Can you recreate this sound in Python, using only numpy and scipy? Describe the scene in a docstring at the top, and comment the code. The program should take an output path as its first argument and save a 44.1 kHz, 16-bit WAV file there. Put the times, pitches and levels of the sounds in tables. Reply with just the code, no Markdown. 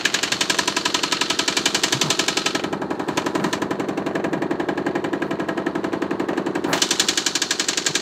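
"""In a yard, a small one-cylinder four-stroke diesel idles on boards, heard by a phone walking round it.
Each firing knocks the engine block and makes it ring. Fuel pump, piston, valves and exhaust add
thuds, clatter and puffs at set places in the cycle, over a whirring fan and a light breeze.
A finger slides over the microphone hole for some seconds, dulling the treble and creaking on the case.
Near the end the phone drops a tiny piece of the sound."""
import sys
import numpy as np
from scipy import signal
from scipy.fft import rfft, irfft
from scipy.io import wavfile
from scipy.ndimage import uniform_filter1d

SR = 44100
rng = np.random.default_rng(int(sys.argv[2]) if len(sys.argv) > 2 else 0)


def wrap_up_sound(samples):
    """Save the sound to the file named by the first command line argument, as 16-bit audio."""
    columns = np.atleast_2d(samples).T
    # keep every value between -1 and 1, then stretch to whole-number steps
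    tamed = np.clip(columns, -1, 1)
    steps = np.round(tamed * 32767).astype(np.int16)
    wavfile.write(sys.argv[1], SR, steps)


N = 353241
SKIP_S, SKIP = 7.3795, 1024  # when the phone drops sound, and how many samples
FIRINGS, LEAD, CYCLE = 92, 700, 6144  # one row of sound a firing: samples before it, and in all
CYCLE_MS = (np.arange(CYCLE) - LEAD) * 1000 / SR  # time since the firing, like every t/ms below


def amp(db):
    return 10 ** (np.asarray(db) / 20)


def unit_rms(x):
    return x / np.sqrt(np.mean(x ** 2) + 1e-20)


def at_pitch(points, hz):
    f, value = np.transpose(points)
    return np.interp(np.log(hz + 1), np.log(f + 1), value)


def coloured(x, spectrum, tilt_db=0):
    """Filters x to a spectrum, tilted by tilt_db an octave around 4 kHz."""
    hz = np.abs(np.fft.fftfreq(4096, 1 / SR))
    log_gain = np.log(amp(at_pitch(spectrum, hz) + tilt_db * np.log2((hz + 100) / 4000)))
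    phase = -signal.hilbert(log_gain).imag  # nothing rings before it is struck
    taps = np.fft.ifft(np.exp(log_gain + 1j * phase)).real[:2048]
    return signal.oaconvolve(x, taps)[:len(x)]


# The governor lets the idle drift a little: t/s, crank speed/rpm
IDLE_SPEED = [(0, 1346.04), (2.7, 1345.5), (5.4, 1351.24), (8.1, 1347.79)]
def firing_times(first_s=.0511):
    """The engine fires once in two turns, and is already running at the start."""
    clock = np.arange(-.1, N / SR + .2, 1 / SR)
    cycles = np.cumsum(np.interp(clock, *np.transpose(IDLE_SPEED))) / 120 / SR
    return np.interp(np.interp(first_s, clock, cycles) + np.arange(-1, FIRINGS - 1), cycles, clock)


FIRED_S = firing_times()
def at_firings(rows):
    """Places one row of sound at each firing."""
    track = np.zeros(N + SKIP + 3 * CYCLE)
    for start, row in zip(np.round(FIRED_S * SR).astype(int) - LEAD + CYCLE, rows):
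        track[start:start + CYCLE] += row
    return track[CYCLE:CYCLE + N + SKIP]


# The walk round the engine: t/s, tank side in view/0-1, thuds/dB, puffs/dB, low rings/dB, silencer/dB
WALK_ROUND = [(0, 0.74, -26, -32, -33, -46), (.3, 0.57, -25, -26, -33.5, -38),
              (.55, 0.37, -21, -23, -26, -16.5), (1.2, 0.84, -20, -25, -25, -10),
              (1.9, 0.2, -17.5, -21.5, -29, -23), (2.5, 0.8, -19, -23.5, -22, -17),
              (2.85, 0.06, -23, -24, -27.5, -41), (3.3, 0, -18.5, -24.5, -26, -26),
              (3.9, 0.1, -22, -23, -28, -32), (4.701, 0.44, -20, -23.5, -27, -44),
              (5.5, .4, -23, -24, -25, -44), (6.5, 0.17, -21.5, -24, -31, -35),
              (7.001, 0, -19.5, -24.5, -40, -30), (7.4, 0.16, -23, -27.5, -51, -17),
              (8.01, 0, -21, -27, -35, -24)]
TANK, THUD, PUFF, LOW_RINGS, SILENCER = 1, 2, 3, 4, 5
def along_walk(column, table=WALK_ROUND, s=None):
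    """Glides through one column of a timed table, allowing for the dropped samples."""
    columns = np.transpose(table)
    engine_s = columns[0] + (columns[0] > SKIP_S) * SKIP / SR
    return np.interp(np.arange(N + SKIP) / SR if s is None else s, engine_s, columns[column])


# How alike the noise is from one cycle to the next: f/Hz, likeness/0-1
LIKENESS = [(500, .9), (1500, .85), (3000, .55), (8000, .3)]
def rattle():
    """Noise for each cycle that partly repeats the one before, most in the bass."""
    same = at_pitch(LIKENESS, np.fft.rfftfreq(CYCLE, 1 / SR))
    spectra = rfft(rng.standard_normal((FIRINGS, CYCLE)))
    for k in range(1, FIRINGS):
        spectra[k] = same * spectra[k - 1] + np.sqrt(1 - same ** 2) * spectra[k]
    return irfft(spectra, CYCLE)


# Tone of the fan and gears: f/Hz, level/dB
FAN_TONE = [(60, -55), (200, -18.5), (330, -3), (500, -7), (1000, 0.5), (1650, -9.5), (2100, -19.5),
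            (4200, -10.5), (5200, -17.5), (8000, -27), (9800, -29.5), (15000, -47)]
def fan_and_gears(db=-26.5):
    """The cooling fan and gears churn much alike each cycle, swelling after the firing."""
    crossfade = np.sqrt(np.clip(np.minimum(CYCLE_MS + 15, 89 - CYCLE_MS) / 15, 0, 1))
    swell = 0.39 + 1.29 * np.exp(-np.maximum(CYCLE_MS, 0) / 40) * (CYCLE_MS > 0)
    return amp(db) * unit_rms(coloured(at_firings(crossfade * swell * rattle()), FAN_TONE))


# Tone of the breeze: f/Hz, level/dB
BREEZE_TONE = [(30, -18), (60, -8), (90, -2), (200, -2), (500, -9.5), (2000, -42)]
def breeze(db=-41):
    """Air rumbles over the microphone."""
    return amp(db) * unit_rms(coloured(rng.standard_normal(N + SKIP), BREEZE_TONE))


# The finger shifts and lets one firing through: t/s, share uncovered/0-1, extra knock/dB
FINGER_LIFTS = [(3.175, 0.12, 7.5), (3.532, 0.24, 4), (6.73, 0.11, 9)]
def finger_lifts(column, s, width_s=0.043):
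    """Each lift comes and goes in a short, smooth bump."""
    return sum(row[column] * np.exp(-.5 * ((s - row[0]) / width_s) ** 2) for row in FINGER_LIFTS)


# The knock as the phone moves nearer and further: t/s, level/dB
KNOCK_LEVEL = [(0, -9.5), (.68, -14.5), (1.4, -14), (1.9, -12.5), (2.5, -14.5), (3.0, -18), (3.35, -13),
               (3.9, -13.5), (5.04, -14), (5.8, -16.5), (6.5, -14.5), (6.9, -12), (7.7, -12), (8.01, -8)]
def knock_strength(scatter_db=1.0):
    """How loud each firing is; the fuel never burns twice alike."""
    db = along_walk(1, KNOCK_LEVEL, FIRED_S) + finger_lifts(2, FIRED_S)
    return amp(db[:, None] + scatter_db * rng.standard_normal((FIRINGS, 1)))


# Injector, flame crack, combustion knock, casing rattle, exhaust tappet, exhaust valve shutting,
# inlet valve shutting: rise/ms, fall/ms, level/dB, tilt/dB per octave
METAL_BLOWS = [(1.2, 4.5, -18, -4.5), (1.2, 3.35, -6, 4), (3.36, 3.7, 6.5, -0.5), (3.2, 19.4, -7.5, -2.5),
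               (2.1, 3.8, -20, -5.5), (0.87, 9, -19.5, -6), (1.4, 2.4, -18.5, 1)]
BLOW_TIMES = [-9, -1, -.3, 2, 23, 46.5, 71]  # when each lands: t/ms
CLATTER_TONE = [(150, -35.5), (400, -9), (1000, -2.5), (2050, -4.5), (3040, 1.5), (4400, -2), (5300, -4.5),
                (7300, -2), (8300, -6), (9800, -20), (14600, -22), (16000, -35)]  # tone they share: f/Hz, level/dB
def metal_blows(knock):
    """Each blow is a burst of rattle. Returns the raw bursts and the clatter they make."""
    noise, bursts, clatter = rattle(), 0, 0
    for ms, (rise, fall, db, tilt_db) in zip(BLOW_TIMES, METAL_BLOWS):
        louder, later = rng.standard_normal((FIRINGS, 2, 1)).transpose(1, 0, 2)
        t = np.maximum(CYCLE_MS - ms - .3 * later, 0)
        scatter_db = 4.1 * louder * (abs(ms) > 5)  # the small blows, away from the firing, vary more
        envelope = (1 - np.exp(-(t / rise) ** 2)) * np.exp(-t / fall)
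        burst = at_firings(knock * amp(db + scatter_db) * envelope * noise)
        bursts += burst
        clatter += coloured(burst, CLATTER_TONE, tilt_db)
    return bursts, clatter


def short_ring(ms, hz, rise, fall, db):
    """A tone that swells to a peak at ms and dies away, a little different each cycle."""
    louder, later = rng.standard_normal((FIRINGS, 2, 1)).transpose(1, 0, 2)
    t = CYCLE_MS - ms - .08 * later
    envelope = np.where(t < 0, np.exp(-.5 * (t / rise) ** 2), 1 / np.cosh(np.minimum(t / fall, 50)))
    return amp(db + 1.2 * louder) * envelope * np.cos(2 * np.pi * hz * t / 1000)


# Fuel pump, firing loads the crank, frame rebounds, silencer shakes, piston tips over,
# inlet valve shuts: f/Hz, rise/ms, fall/ms, relative level/dB
FRAME_THUDS = [(390, 2.6, 1.7, -5), (325, 2.6, 2.8, 2), (340, 2.5, 2.5, -12), (300, 3, 3, -12),
               (350, 2.6, 2.4, -4), (320, 2.6, 2, -10)]
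THUD_TIMES = [-3.1, 9, 20, 30, 42.9, 75]  # when each peaks: t/ms
def frame_thuds():
    """Moving parts shake the frame with low thuds."""
    thuds = sum(short_ring(ms, *row) for ms, row in zip(THUD_TIMES, FRAME_THUDS))
    return at_firings(amp(along_walk(THUD, s=FIRED_S)[:, None] + 5) * thuds)


# Sharp jolts to the block: t/ms, level/dB
JOLTS = [(1.5, -0.5), (7.5, 2.5), (50, -14.5)]
# Natural notes of block, tank and cowl: f/Hz, width/Hz (wider dies sooner), level/dB
METAL_NOTES = [(665.3, 18, -1.5), (827.5, 26, -1.5), (1016.3, 51, 2), (1292, 14, 0.5), (1647, 25, 7.5),
               (1882, 23, 10.5), (2403, 36, 9.5), (2480, 20, -1.5), (2900, 29, -21.5), (3050, 59, 12),
               (3440, 37, -31.5), (3690, 43, -1), (4240, 43, 4), (4500, 42, -18), (5500, 51, 2),
               (6100, 67, 6.5), (6910, 57, -27.5)]
def ringing_block(knock, bursts, high_db=-33.5):
    """Jolts and rattle set the metal ringing; the low notes come and go along the walk."""
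    jolts = sum(amp(db + 1.5 * rng.standard_normal((FIRINGS, 1)))
                * np.exp(-.5 * ((CYCLE_MS - ms) / .04) ** 2) for ms, db in JOLTS)
    shaking = unit_rms(at_firings(knock * jolts)) + amp(7) * unit_rms(bursts)
    t, rings = np.arange(6000) / SR, np.zeros((2, 6000))
    for hz, width, db in METAL_NOTES:
        decay = np.exp(-np.pi * max(width, hz / 60) * t)  # high notes never ring long
        rings[int(hz > 1450)] += amp(db) * np.sqrt(width) * decay * np.sin(2 * np.pi * hz * t)
    low, high = (unit_rms(signal.oaconvolve(shaking, ring)[:len(shaking)]) for ring in rings)
    return amp(along_walk(LOW_RINGS)) * low + amp(high_db) * high


# Three clanks of the cylinder and one of a valve: f/Hz, rise/ms, fall/ms, relative level/dB
IRON_CLANKS = [(1673, 1.84, 1.84, -5.5), (2620, 0.53, 1.4, -5.5), (3420, 0.88, 1, -9.5),
               (4290, 1.5, 1.9, -17)]
CLANK_TIMES = [7, 4.5, 4, 49]  # when each peaks: t/ms
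def iron_clanks(knock, db=-4, tank_side_db=9):
    """Iron rings briefly, never twice alike, and loudest on the tank side."""
    scatter = rng.standard_normal((FIRINGS, len(IRON_CLANKS), 2, 1)).transpose(1, 2, 0, 3)
    iron = 0
    for ms, (hz, *shape), (louder, higher) in zip(CLANK_TIMES, IRON_CLANKS, scatter):
        iron += amp(3 * louder) * short_ring(ms, hz * (1 + .025 * higher), *shape)
    return amp(db + tank_side_db * along_walk(TANK)) * at_firings(knock * iron)


def silencer():
    """The silencer can gives a hollow ring just after each firing."""
    return amp(along_walk(SILENCER)) * at_firings(short_ring(ms=8.5, hz=975, rise=3.5, fall=4.5, db=0))


# Exhaust valve opens, air heaves, pipe answers, intake gulps: f/Hz, rise/ms, fall/ms, relative level/dB
PIPE_PUFFS = [(185, 3, 5, 0), (80, 8, 10, -13), (200, 5, 5, -8), (195, 4, 5, -9)]
PUFF_TIMES = [26.5, 34, 46.5, 72]  # when each peaks: t/ms
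def pipe_puffs():
    """Gas leaves and enters the pipes in deep puffs."""
    puffs = sum(short_ring(ms, *row) for ms, row in zip(PUFF_TIMES, PIPE_PUFFS))
    return amp(along_walk(PUFF)) * at_firings(puffs)


# Change of tone with the hole covered, on the tank side and on the flywheel side: f/Hz, gain/dB
COVERED_TONE = [(100, 3), (320, 9), (800, 2), (1400, -9.5), (1850, -4.5), (2300, -15), (3300, -30.5),
                (4300, -32.5), (4900, -40), (8000, -36), (14000, -26)]
TANK_TONE = [(200, -1), (480, -1.5), (950, -7), (1300, -1), (1700, 2.5), (2700, 5.5), (4200, 2), (9000, -3)]
FLYWHEEL_TONE = [(300, -8), (950, -16), (1700, -3), (2800, 0.5), (4200, 13), (7000, 16.5), (9500, 1),
                 (15000, -0.5)]
FINGER_COVER = [(0, 0.25), (.45, 0.11), (1.1, 0.11), (1.85, 0.07), (2.5, 0.1), (2.64, 0.44), (2.82, 0.71),
                (3.08, 0.57), (3.3, 0.46), (3.62, 0.64), (4.3, 0.74), (5.04, 0.68), (5.8, 0.66),
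                (6.64, 0.65), (6.73, 0.58), (6.82, 0.08), (7.26, 0.15), (8.01, 0.32)]  # the finger creeps on, stays, slides off: t/s, hole covered/0-1
FLYWHEEL_VIEW = [(0, 0.39), (6.3, 0.28), (6.999, 0.5), (8.01, 0.8)]  # flywheel side in view: t/s, share/0-1
def finger_and_sides(x, top_treble_db=2):
    """The finger muffles the microphone, and each side of the engine has its own tone."""
    hz, t, spectra = signal.stft(x, SR, nperseg=512, noverlap=384)
    tones = [(COVERED_TONE, along_walk(1, FINGER_COVER, t) - finger_lifts(1, t)),
             (TANK_TONE, along_walk(TANK, s=t)),
             (FLYWHEEL_TONE, along_walk(1, FLYWHEEL_VIEW, t))]
    gain_db = sum(at_pitch(tone, hz)[:, None] * share for tone, share in tones)
    gain_db += np.clip((hz[:, None] - 8500) / 2000, 0, 1) * top_treble_db
    return signal.istft(spectra * amp(gain_db), SR, nperseg=512, noverlap=384)[1][:len(x)]


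# Finger creaks: t/s, length/s, first slip rate/Hz, last slip rate/Hz, level/dB, roughness/0-1
SKIN_CREAKS = [(0.301, 0.075, 130, 91, -33, 0.65), (1.72, 0.078, 170, 290, -33, 0.44),
               (1.926, 0.068, 120, 150, -26, 0.05), (2.025, 0.091, 200, 76, -25.5, 0.57),
               (2.72, 0.034, 170, 130, -35, 0.5), (3.07, 0.037, 155, 190, -29, 0.7),
               (3.37, 0.15, 160, 240, -24.5, 0.51), (3.983, 0.039, 220, 290, -48, 0.56),
               (4.299, 0.042, 170, 220, -33, 0.45), (4.36, .04, 150, 170, -28.5, 0.4),
               (5.23, 0.1, 140, 160, -37, 0.7), (6.676, 0.048, 210, 300, -23, 0.53),
               (6.664, 0.15, 340, 285, -25.5, 0.93), (7.04, 0.027, 165, 240, -30, 0.7),
               (7.885, 0.033, 170, 170, -28.5, .5)]
CASE_TONE = [(60, -11), (150, 9.5), (300, -6.5), (480, -6.5), (650, -7.5), (1000, 0), (1800, -14.5),
             (4000, -47.5)]  # tone of the phone case: f/Hz, level/dB
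def creak(length, start_hz, end_hz, db, rough):
    """Skin sticks and slips unevenly on the case; a rough rub is brighter."""
    size = round(length * SR)
    wobble = unit_rms(uniform_filter1d(rng.standard_normal(8000), 150))[:size]
    slip_hz = np.linspace(start_hz, end_hz, size) * (1 + .3 * rough * wobble)
    slips = np.diff(np.floor(np.cumsum(slip_hz) / SR), prepend=0)
    rub = unit_rms(uniform_filter1d(slips, 40)) + 3 * rough * rng.standard_normal(8000)[:size]
    return amp(db) * unit_rms(coloured(rub, CASE_TONE, 4.9 * rough)) * np.sqrt(np.hanning(size))


def scene():
    """Engine and breeze pass the finger; the creaks come straight through the case."""
    knock = knock_strength()
    bursts, clatter = metal_blows(knock)
    air = breeze()
    metal = amp(7.5) * clatter + ringing_block(knock, bursts) + iron_clanks(knock) + silencer()
    heard = finger_and_sides(air + metal + frame_thuds() + pipe_puffs() + fan_and_gears())
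    heard = np.delete(heard, round(SKIP_S * SR) + np.arange(SKIP))
    for s, *row in SKIN_CREAKS:
        sound = creak(*row)
        heard[round(s * SR):][:len(sound)] += sound
    return heard[None]


def record(dry, low_cut_hz=108, high_cut_hz=15650):
    """The phone adds faint hiss, thins the bass, softly squashes the knocks and cuts the very top."""
    hissy = dry + amp(-84) * rng.standard_normal(dry.shape)
    thin = signal.sosfilt(signal.butter(2, low_cut_hz, "high", fs=SR, output="sos"), hissy)
    squashed = .9 * np.tanh(thin / .9)
    high_cut = signal.firwin(201, high_cut_hz, window=("kaiser", 9), fs=SR)
    return signal.oaconvolve(squashed, high_cut[None], "same")


dry = scene()
out = record(dry)
wrap_up_sound(out)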